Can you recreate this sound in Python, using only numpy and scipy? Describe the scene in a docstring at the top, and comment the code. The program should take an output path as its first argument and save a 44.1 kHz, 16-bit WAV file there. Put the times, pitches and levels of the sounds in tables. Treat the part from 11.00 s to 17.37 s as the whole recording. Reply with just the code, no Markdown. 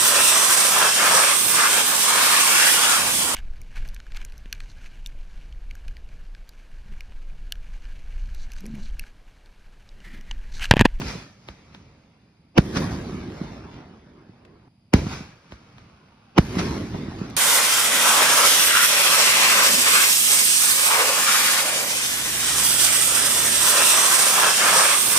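"""The roll of a launch just gone is heard first, in still night air with a faint bush cricket.
Two firework shells thud out of their tubes and burst overhead; a burning tail hisses and sings under the second.
Bangs are causal pressure pulses with noise cracks; slopes and rock faces answer with swells of shaped noise,
dull thumps and sharp claps. Small pops are noise puffs, and the microphone rounds off the loudest peaks."""
import sys
import numpy as np
from scipy import signal
from scipy.fft import rfft, irfft
from scipy.io import wavfile

SR = 44100
rng = np.random.default_rng(int(sys.argv[2]) if len(sys.argv) > 2 else 0)


def transcribe(signal):
    """Save signal, clipped to [-1, 1], as a 16-bit WAV file at the path in sys.argv[1]."""
    frames = np.atleast_2d(signal).T
    limited = np.clip(frames, -1, 1)
    pcm = np.round(limited * 32767).astype(np.int16)
    wavfile.write(sys.argv[1], SR, pcm)


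N = 280740
TIME, HZ = np.arange(N) / SR, np.fft.rfftfreq(N, 1 / SR)

# launches, the first just before the start: [t/s, echo level/dB, echo treble/dB,
# snap/dB: treble of the claps off the rock, half of it also added to their level]
LAUNCHES = [(-.0972, 2.5, -0.5, 6.5), (3.9373, 1, -1.5, -2)]
# bursts overhead: [t/s, echo level/dB, echo treble/dB, crack level/dB]
BURSTS = [(1.5830, -.5, 7.5, -10.5), (5.3843, 1, 8.5, -11)]
# spectra of the two shock waves and of the crack: [f/Hz, level/dB]
LAUNCH_COLOUR = [(20, -42), (42, -10), (70, 6), (130, 3), (220, 6.5), (400, -5), (800, -16.5), (1200, -29),
                 (2300, -16), (3700, -42), (6000, -28), (9000, -37), (15000, -53)]
BURST_COLOUR = [(20, -33.5), (40, -9.5), (72, 2), (220, 0.5), (400, -7.5), (800, -20), (1100, -24.5),
                (1800, -22.5), (5000, -38), (8000, -49), (15000, -49.5)]
CRACK_COLOUR = [(40, -11.5), (150, 8), (400, 6.5), (750, 3), (1100, -0.5), (1900, -13.5), (2800, -3),
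                (3800, -18), (5600, -11.5), (7500, -27), (15000, -49.5)]
LAUNCH_CRACK_DB = -20.5

# stretches of land answering every launch: [delay/s, level/dB, rise/s, fade/(dB/s), bass/dB]
LAUNCH_SWELLS = [(.02, -22.5, 0.004, 107.5, 1.5), (.19, -24, 0.068, 97.5, -12.5),
                 (.6, -44.5, 0.18, 13, -11.5), (.88, -48, 0.15, 42, -5)]
# and every burst, heard from much farther around: the same columns
BURST_SWELLS = [(.03, -37.5, 0.02, 22, 6.5), (.225, -28, 0.084, 36, 3.5), (.58, -38, 0.12, 33, 7),
                (.86, -36, 0.18, 29.4, -1), (1.16, -40, .05, 55, 0.5), (1.7, -49.5, 0.6, 4.2, -0.5)]
# spectra of the rolls: [f/Hz, level/dB]
LAUNCH_ROLL = [(18, -43), (30, -16.5), (53, 0), (195, 0.5), (520, -17), (700, -20.5), (1340, -24),
               (1750, -26.5), (2350, -22), (3000, -28), (5440, -26.5), (6880, -30), (8900, -42),
               (12200, -45), (15000, -58)]
BURST_ROLL = [(20, -36), (32, -13.5), (62, -2), (200, -1), (380, -4.5), (500, -13.5), (1100, -15),
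              (2400, -23.5), (3300, -28.5), (5600, -31), (6700, -34), (8900, -42.5), (12300, -43.5),
              (15000, -58)]
BASS_HZ, TREBLE_HZ = 450, 2470  # corners of the shelves
AIR_DB_PER_KHZ_S = 1.36  # the air takes the treble from late echoes
ROLL_STOP_S = 3.68  # the roll of the first burst stops abruptly here

# spectrum of the night air: [f/Hz, level/dB]
NIGHT_COLOUR = [(20, -49.5), (45, -12.5), (120, 0), (220, -3.5), (480, -23.5), (720, -21), (1700, -33.5),
                (2450, -26.5), (3000, -30), (4300, -34.5), (4900, -22), (5400, -40), (7500, -41.5),
                (11000, -44.5), (15000, -60.5)]
NIGHT_DB = -59
# small pops and one short chirp: [t/s, level/dB, centre f/Hz, width/octaves, decay/s]
POPS = [(.015, -23, 1180, 1.1, .005), (3.450, -43.5, 1070, 1.3, .004), (4.066, -34.5, 880, 1.04, 0.012),
        (4.276, -48, 1536, 0.04, 0.014), (5.943, -29, 596, 0.64, 0.01), (6.3, -37, 5600, 0.93, 0.0016),
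        (6.307, -33, 4520, 0.33, 0.0016)]

# dull echoes of the launches from near by: [t/s, level/dB]
LAUNCH_THUMPS = [(0.152, -25), (4.064, -19), (4.205, -25.5)]
# dull echoes of every burst from single slopes: [delay/s, level/dB]
BURST_THUMPS = [(.183, -14.5), (.245, -27), (0.293, -25), (0.561, -21), (.698, -22.5), (.829, -17),
                (1.07, -31), (1.709, -34.5)]
# spectrum of the dull echoes: [f/Hz, level/dB]
THUMP_COLOUR = [(25, -18), (70, -7.5), (170, 10.5), (350, 0), (600, -21), (1500, -30), (5000, -56),
                (15000, -97)]
# sharp echoes of every launch from two rock faces: [delay/s, level/dB, bass/dB]
ROCK_ECHOES = [(0.5841, -27.5, 4.5), (.845, -33.5, -23)]
# spectrum of the sharp echoes: [f/Hz, level/dB]
ROCK_COLOUR = [(25, -21), (60, 11.5), (200, -1), (400, -1), (800, 0), (1500, -8.5), (2600, -5.5),
               (4000, -11), (7000, -44), (15000, -36)]
# slaps from the cliff: [t/s, level/dB, rise/s, decay/s]
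SLAPS = [(1.772, -20, 0.014, 0.015), (5.592, -19.5, 0.0066, 0.015)]
# spectrum of the slaps and of the scatter: [f/Hz, level/dB]
SLAP_COLOUR = [(60, -14), (180, 7.5), (400, -7), (700, -7.5), (1500, -6), (3000, -13.5), (5600, -14),
               (7500, -23.5), (15000, -47)]

# climb of the second shell with its burning tail: [start t/s, end t/s]
CLIMB = (4.1, 5.37)
# hiss of that tail: [f/Hz, level/dB]
TAIL_COLOUR = [(200, 4), (600, 7), (1400, 11.5), (1900, 0), (2600, 7), (3500, -0.5), (5500, -4.5),
               (7500, -16), (11000, -18), (15000, -44)]
TAIL_DB, WHISTLE_DB = -61, -66
WHISTLE_HZ, SAG_HZ_PER_S = 1880, 920

# the two microphone ports in diffuse sound: [f/Hz, left lead/rad], [f/Hz, left-right level/dB]
PORT_PHASE = [(60, -.03), (350, -.2), (1400, -.9), (2300, .6), (4000, 6.3), (7100, 9.3), (8200, 9.6),
              (13200, 15.5), (15000, 16)]
PORT_BALANCE = [(60, -.4), (200, -1.4), (450, -1.5), (750, -3), (1300, -.5), (2400, .8), (8000, 0)]
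# the same for direct sound
DIRECT_PHASE = [(60, -.1), (300, -.25), (650, -1.5), (1300, -.6), (2200, 2), (4500, 6), (7000, 8.9),
                (15000, 16)]
DIRECT_BALANCE = [(60, -1), (300, -1.6), (550, -3), (780, -9), (1050, 0), (1600, -3), (2500, 3), (5000, 0)]
# diffuse sound that the ports do not share, against what they share: [f/Hz, level/dB]
UNSHARED = [(60, -26), (150, -19), (350, -9), (700, 7), (1400, -1), (3100, 14), (6400, 6), (7300, -18),
            (8000, -18), (9000, 4), (12300, 4), (13800, -16)]
CEILING, EDGE_HZ = .92, 15900  # overload amplitude and upper band limit of the microphone


def amp(db):
    """A level in decibels is twenty times the logarithm of an amplitude ratio."""
    return 10 ** (np.asarray(db) / 20)


def evened(x):
    """Division by the root mean square sets the rms to 1."""
    return x / np.sqrt(np.mean(x ** 2) + 1e-20)


def read(points, hz):
    """Linear interpolation of a table on a logarithmic frequency axis."""
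    f, value = np.transpose(points)
    return np.interp(np.log(hz + 1), np.log(f), value)


def shelves(hz, bass_db, treble_db):
    """A bass shelf and a treble shelf, summed in dB."""
    bass = bass_db / (1 + (hz / BASS_HZ) ** 4)
    treble = treble_db * (1 - 1 / (1 + (hz / TREBLE_HZ) ** 4))
    return bass + treble


def add(mix, s, sound):
    """Superposition of a stereo sound at time s; what lies before zero is dropped."""
    at = round(s * SR)
    sound = sound[:, max(-at, 0):]
    part = mix[:, max(at, 0):][:, :sound.shape[1]]
    part += sound[:, :part.shape[1]]


def ports(phase, balance, hz):
    """Interaural-like phase and level differences, split evenly as complex gains of left and right."""
    half = amp(read(balance, hz) / 2) * np.exp(.5j * read(phase, hz))
    return np.array([half, 1 / half])


def diffuse(grain_db):
    """A diffuse field sums countless arrivals of uneven strength: a flat, partly coherent stereo spectrum."""
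    strength = amp(grain_db * np.minimum(rng.exponential(1, N), 5))
    shared, other = rfft(evened(strength * rng.standard_normal((2, N))))
    own = amp(read(UNSHARED, HZ))
    right = (shared + own * other) / np.sqrt(1 + own ** 2)
    return np.array([shared, right]) * ports(PORT_PHASE, PORT_BALANCE, HZ)


def tinted(field, colour):
    """Linear filtering gives a flat field a spectrum; rms 1."""
    return evened(irfft(field * amp(read(colour, HZ)), N))


def shock(colour, lag_cycles, knee_hz, size=8192):
    """Dispersion: a causal pressure pulse whose bass arrives late sweeps down into a thud; peak 1."""
    hz = np.fft.rfftfreq(size, 1 / SR)
    log_gain = np.log(amp(read(colour, abs(np.fft.fftfreq(size, 1 / SR)))))
    # minimum phase is the Hilbert transform of the log gain
    causal = np.exp(np.conj(signal.hilbert(log_gain)))[:len(hz)]
    # 10 samples leave room for the earlier port
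    lag_phase = lag_cycles * np.log(1 + hz / knee_hz) + 10 * hz / SR
    spectrum = causal * np.exp(-2j * np.pi * lag_phase) * ports(DIRECT_PHASE, DIRECT_BALANCE, hz)
    pulse = irfft(spectrum)[:, :size // 2]  # the thud is over by then
    return pulse / abs(pulse).max()


def bangs(rows, pulse, crack, db, bounce_s, ground_db, ground_hz, crack_s, swell_db, swell_s):
    """Direct wave and reflection: a tearing crack runs into the shock, which then bounces off the ground."""
    out = np.zeros((2, N))
    bounce = signal.lfilter(*signal.butter(1, ground_hz, fs=SR), pulse)
    dull = signal.lfilter(*signal.butter(2, 5500, fs=SR), crack)
    for s, crack_db in rows:
        add(out, s, amp(db) * pulse)
        add(out, s + bounce_s, amp(db + ground_db) * bounce)
        # seconds outside the crack, which ends at the shock
        away = np.maximum(abs(TIME - s + crack_s / 2) - crack_s / 2, 0)
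        sharp_part = crack * np.exp(-away / 0.00013)
        dull_part = dull * amp(swell_db) * np.exp(-away / swell_s)
        out += amp(crack_db) * (sharp_part + dull_part)
    return out


def near_scatter(rows, sound, db, decay_s):
    """Scattering: ground and brush close by return each bang at once, decaying exponentially."""
    ages = [np.maximum(TIME - row[0], 0) for row in rows]
    return amp(db) * sound * sum((t > 0) * np.exp(-t / decay_s) for t in ages)


def patches(shape, frames, bins):
    """Interference pattern: smoothed random hills and hollows over frequency and time, rms 1."""
    i, j = np.fft.fftfreq(shape[0])[:, None], np.fft.rfftfreq(shape[1])
    smoothing = np.exp(-(i * bins) ** 2 - (j * frames) ** 2)
    return evened(np.fft.irfft2(np.fft.rfft2(rng.standard_normal(shape)) * smoothing, shape))


def roll(bang, swells, colour, grain_db, patchy_db, size=512):
    """Reverberation: each stretch of land returns a swell, and overlapping paths colour each moment."""
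    s, echo_db, treble_db = bang
    overlap = 3 * size // 4
    hz, t, z = signal.stft(tinted(diffuse(grain_db), colour), SR, nperseg=size, noverlap=overlap)
    hz, age = hz[:, None], np.maximum(t - s, 0)
    power = 0
    for delay, db, rise, fade, bass_db in swells:
        growth = np.exp(np.minimum(age - delay, 0) / rise)
        decay = amp(db - fade * np.maximum(age - delay, 0))
        power = power + (growth * decay * amp(shelves(hz, bass_db, 0))) ** 2
    # the patches weaken below 500 Hz
    patchy = patchy_db * patches(z.shape[1:], frames=30, bins=3) * np.minimum(hz / 500, 1)
    air_db = AIR_DB_PER_KHZ_S * age * hz / 1000
    z = z * np.sqrt(power) * amp(echo_db + shelves(hz, 0, treble_db) + patchy - air_db)
    return (TIME > s) * signal.istft(z, SR, nperseg=size, noverlap=overlap)[1][:, :N]


def land():
    """Superposed reverberation of both launches and both bursts."""
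    launches = sum(roll(bang[:3], LAUNCH_SWELLS, LAUNCH_ROLL, grain_db=3, patchy_db=2)
                   for bang in LAUNCHES)
    first, second = (roll(bang[:3], BURST_SWELLS, BURST_ROLL, grain_db=3.5, patchy_db=3.0)
                     for bang in BURSTS)
    stop = np.interp(TIME, [ROLL_STOP_S, ROLL_STOP_S + .008], [1, 0])
    return launches + first * stop + second


def night_air():
    """Stationary ambient noise: a steady diffuse field with the spectrum of the night."""
    return amp(NIGHT_DB) * tinted(diffuse(grain_db=.5), NIGHT_COLOUR)


def insects(hz=9600, width_hz=360, strokes_hz=24.6, drift=.02, db=-92):
    """Amplitude modulation: a bush cricket's narrow noise band pulses in wing strokes of drifting pace."""
    rasp = evened(irfft(diffuse(grain_db=1.0) * np.exp(-.5 * ((HZ - hz) / width_hz) ** 2), N))
    wander = evened(irfft(rfft(rng.standard_normal(N)) * np.exp(-HZ ** 2), N))
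    strokes = np.cumsum(strokes_hz * (1 + drift * wander)) / SR
    return amp(db) * evened(rasp * np.sin(np.pi * strokes) ** 2)


def pops(rise_s=0.00095, size=4096):
    """Transient noise: each pop is a band-limited puff that swells and dies at once."""
    out, t, hz = np.zeros((2, N)), np.arange(size) / SR, np.fft.rfftfreq(size, 1 / SR)
    for s, db, centre, octaves, decay in POPS:
        tint = np.exp(-.5 * (np.log2((hz + 1) / centre) / octaves) ** 2)
        puff = evened(irfft(rfft(rng.standard_normal((2, size))) * tint))
        envelope = (1 - np.exp(-t / rise_s)) * np.exp(-t / decay)
        add(out, s, amp(db) * puff * envelope)
    return out


def thumps():
    """Discrete reflection: single slopes return dull, delayed pulses."""
    out, thump = np.zeros((2, N)), shock(THUMP_COLOUR, lag_cycles=0.59, knee_hz=38.7)
    of_bursts = [(s + delay, db + echo_db) for s, echo_db, *_ in BURSTS for delay, db in BURST_THUMPS]
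    for s, db in LAUNCH_THUMPS + of_bursts:
        add(out, s, amp(db) * thump)
    return out


def rock_echoes(scatter, bounce_s=0.00315, bounce_db=-6, scatter_db=-19, rise_s=0.0089, decay_s=0.033):
    """Specular reflection: two rock faces return a sharp clap, with a ground bounce and a little scatter."""
    out = np.zeros((2, N))
    for s, echo_db, _, snap_db in LAUNCHES:
        for delay, db, bass_db in ROCK_ECHOES:
            colour = [(hz, level + shelves(hz, bass_db, snap_db)) for hz, level in ROCK_COLOUR]
            clap = amp(db + echo_db + snap_db / 2) * shock(colour, lag_cycles=1.04, knee_hz=44.5)
            bounce = signal.lfilter(*signal.butter(1, 1500, fs=SR), clap)
            add(out, s + delay, clap)
            add(out, s + delay + bounce_s, amp(bounce_db) * bounce)
            age = TIME - s - delay
            envelope = np.exp(-np.maximum(-age / rise_s, age / decay_s))
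            out += amp(db + echo_db + scatter_db) * scatter * envelope
    return out


def cliff():
    """Rough-surface reflection: the rock face returns each burst as a tight cluster of cracks."""
    cluster = tinted(diffuse(grain_db=3.0), SLAP_COLOUR)
    return cluster * sum(amp(db) * np.exp(-np.maximum((s - TIME) / rise, (TIME - s) / decay))
                         for s, db, rise, decay in SLAPS)


def whistle(width_hz=45, rise_s=0.1, release_s=0.023):
    """Flow noise and tone: the burning tail hisses and air sings, its note sinking as the shell slows."""
    start, end = CLIMB
    flying = np.clip(np.minimum((TIME - start) / rise_s, (end - TIME) / release_s), 0, 1)
    hz = WHISTLE_HZ - SAG_HZ_PER_S * (np.clip(TIME, start, end) - start)
    # slow noise multiplies the tone and widens its line
    flutter = evened(irfft(rfft(rng.standard_normal((2, N))) * np.exp(-(HZ / width_hz) ** 2), N))
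    tone = np.sqrt(2) * np.sin(2 * np.pi * np.cumsum(hz) / SR)
    hiss = tinted(diffuse(grain_db=5), TAIL_COLOUR)
    return flying * (amp(WHISTLE_DB) * flutter * tone + amp(TAIL_DB) * hiss)


def scene():
    """Linear superposition of the bangs, their echoes, the climbing shell and the night."""
    crack = tinted(diffuse(grain_db=1.5), CRACK_COLOUR)
    scatter = tinted(diffuse(grain_db=3), SLAP_COLOUR)
    lift = shock(LAUNCH_COLOUR, lag_cycles=1.11, knee_hz=41)
    blast = shock(BURST_COLOUR, lag_cycles=1.25, knee_hz=60)
    launch = bangs([(s, LAUNCH_CRACK_DB) for s, *_ in LAUNCHES], lift, crack, db=0.8,
                   bounce_s=.0056, ground_db=-28.5, ground_hz=3030,
                   crack_s=0.0037, swell_db=-10.5, swell_s=0.0036)
    burst = bangs([(s, crack_db) for s, *_, crack_db in BURSTS], blast, crack, db=0.7,
                  bounce_s=.0056, ground_db=-8.5, ground_hz=2000,
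                  crack_s=.005, swell_db=-5.5, swell_s=0.0064)
    near = near_scatter(LAUNCHES, scatter, db=-16, decay_s=0.011)
    near = near + near_scatter(BURSTS, scatter, db=-23, decay_s=0.015)
    echoes = land() + thumps() + rock_echoes(scatter) + cliff()
    return launch + burst + near + echoes + night_air() + insects() + pops() + whistle()


def record(dry):
    """Saturation: the microphone rounds off the loudest peaks; a low-pass then limits the band."""
    squashed = dry / (1 + (dry / CEILING) ** 4) ** (1 / 4)
    low_pass = signal.firwin(511, EDGE_HZ, window=("kaiser", 9), fs=SR)
    return signal.oaconvolve(squashed, low_pass[None], "same")


dry = scene()
out = record(dry)
transcribe(out)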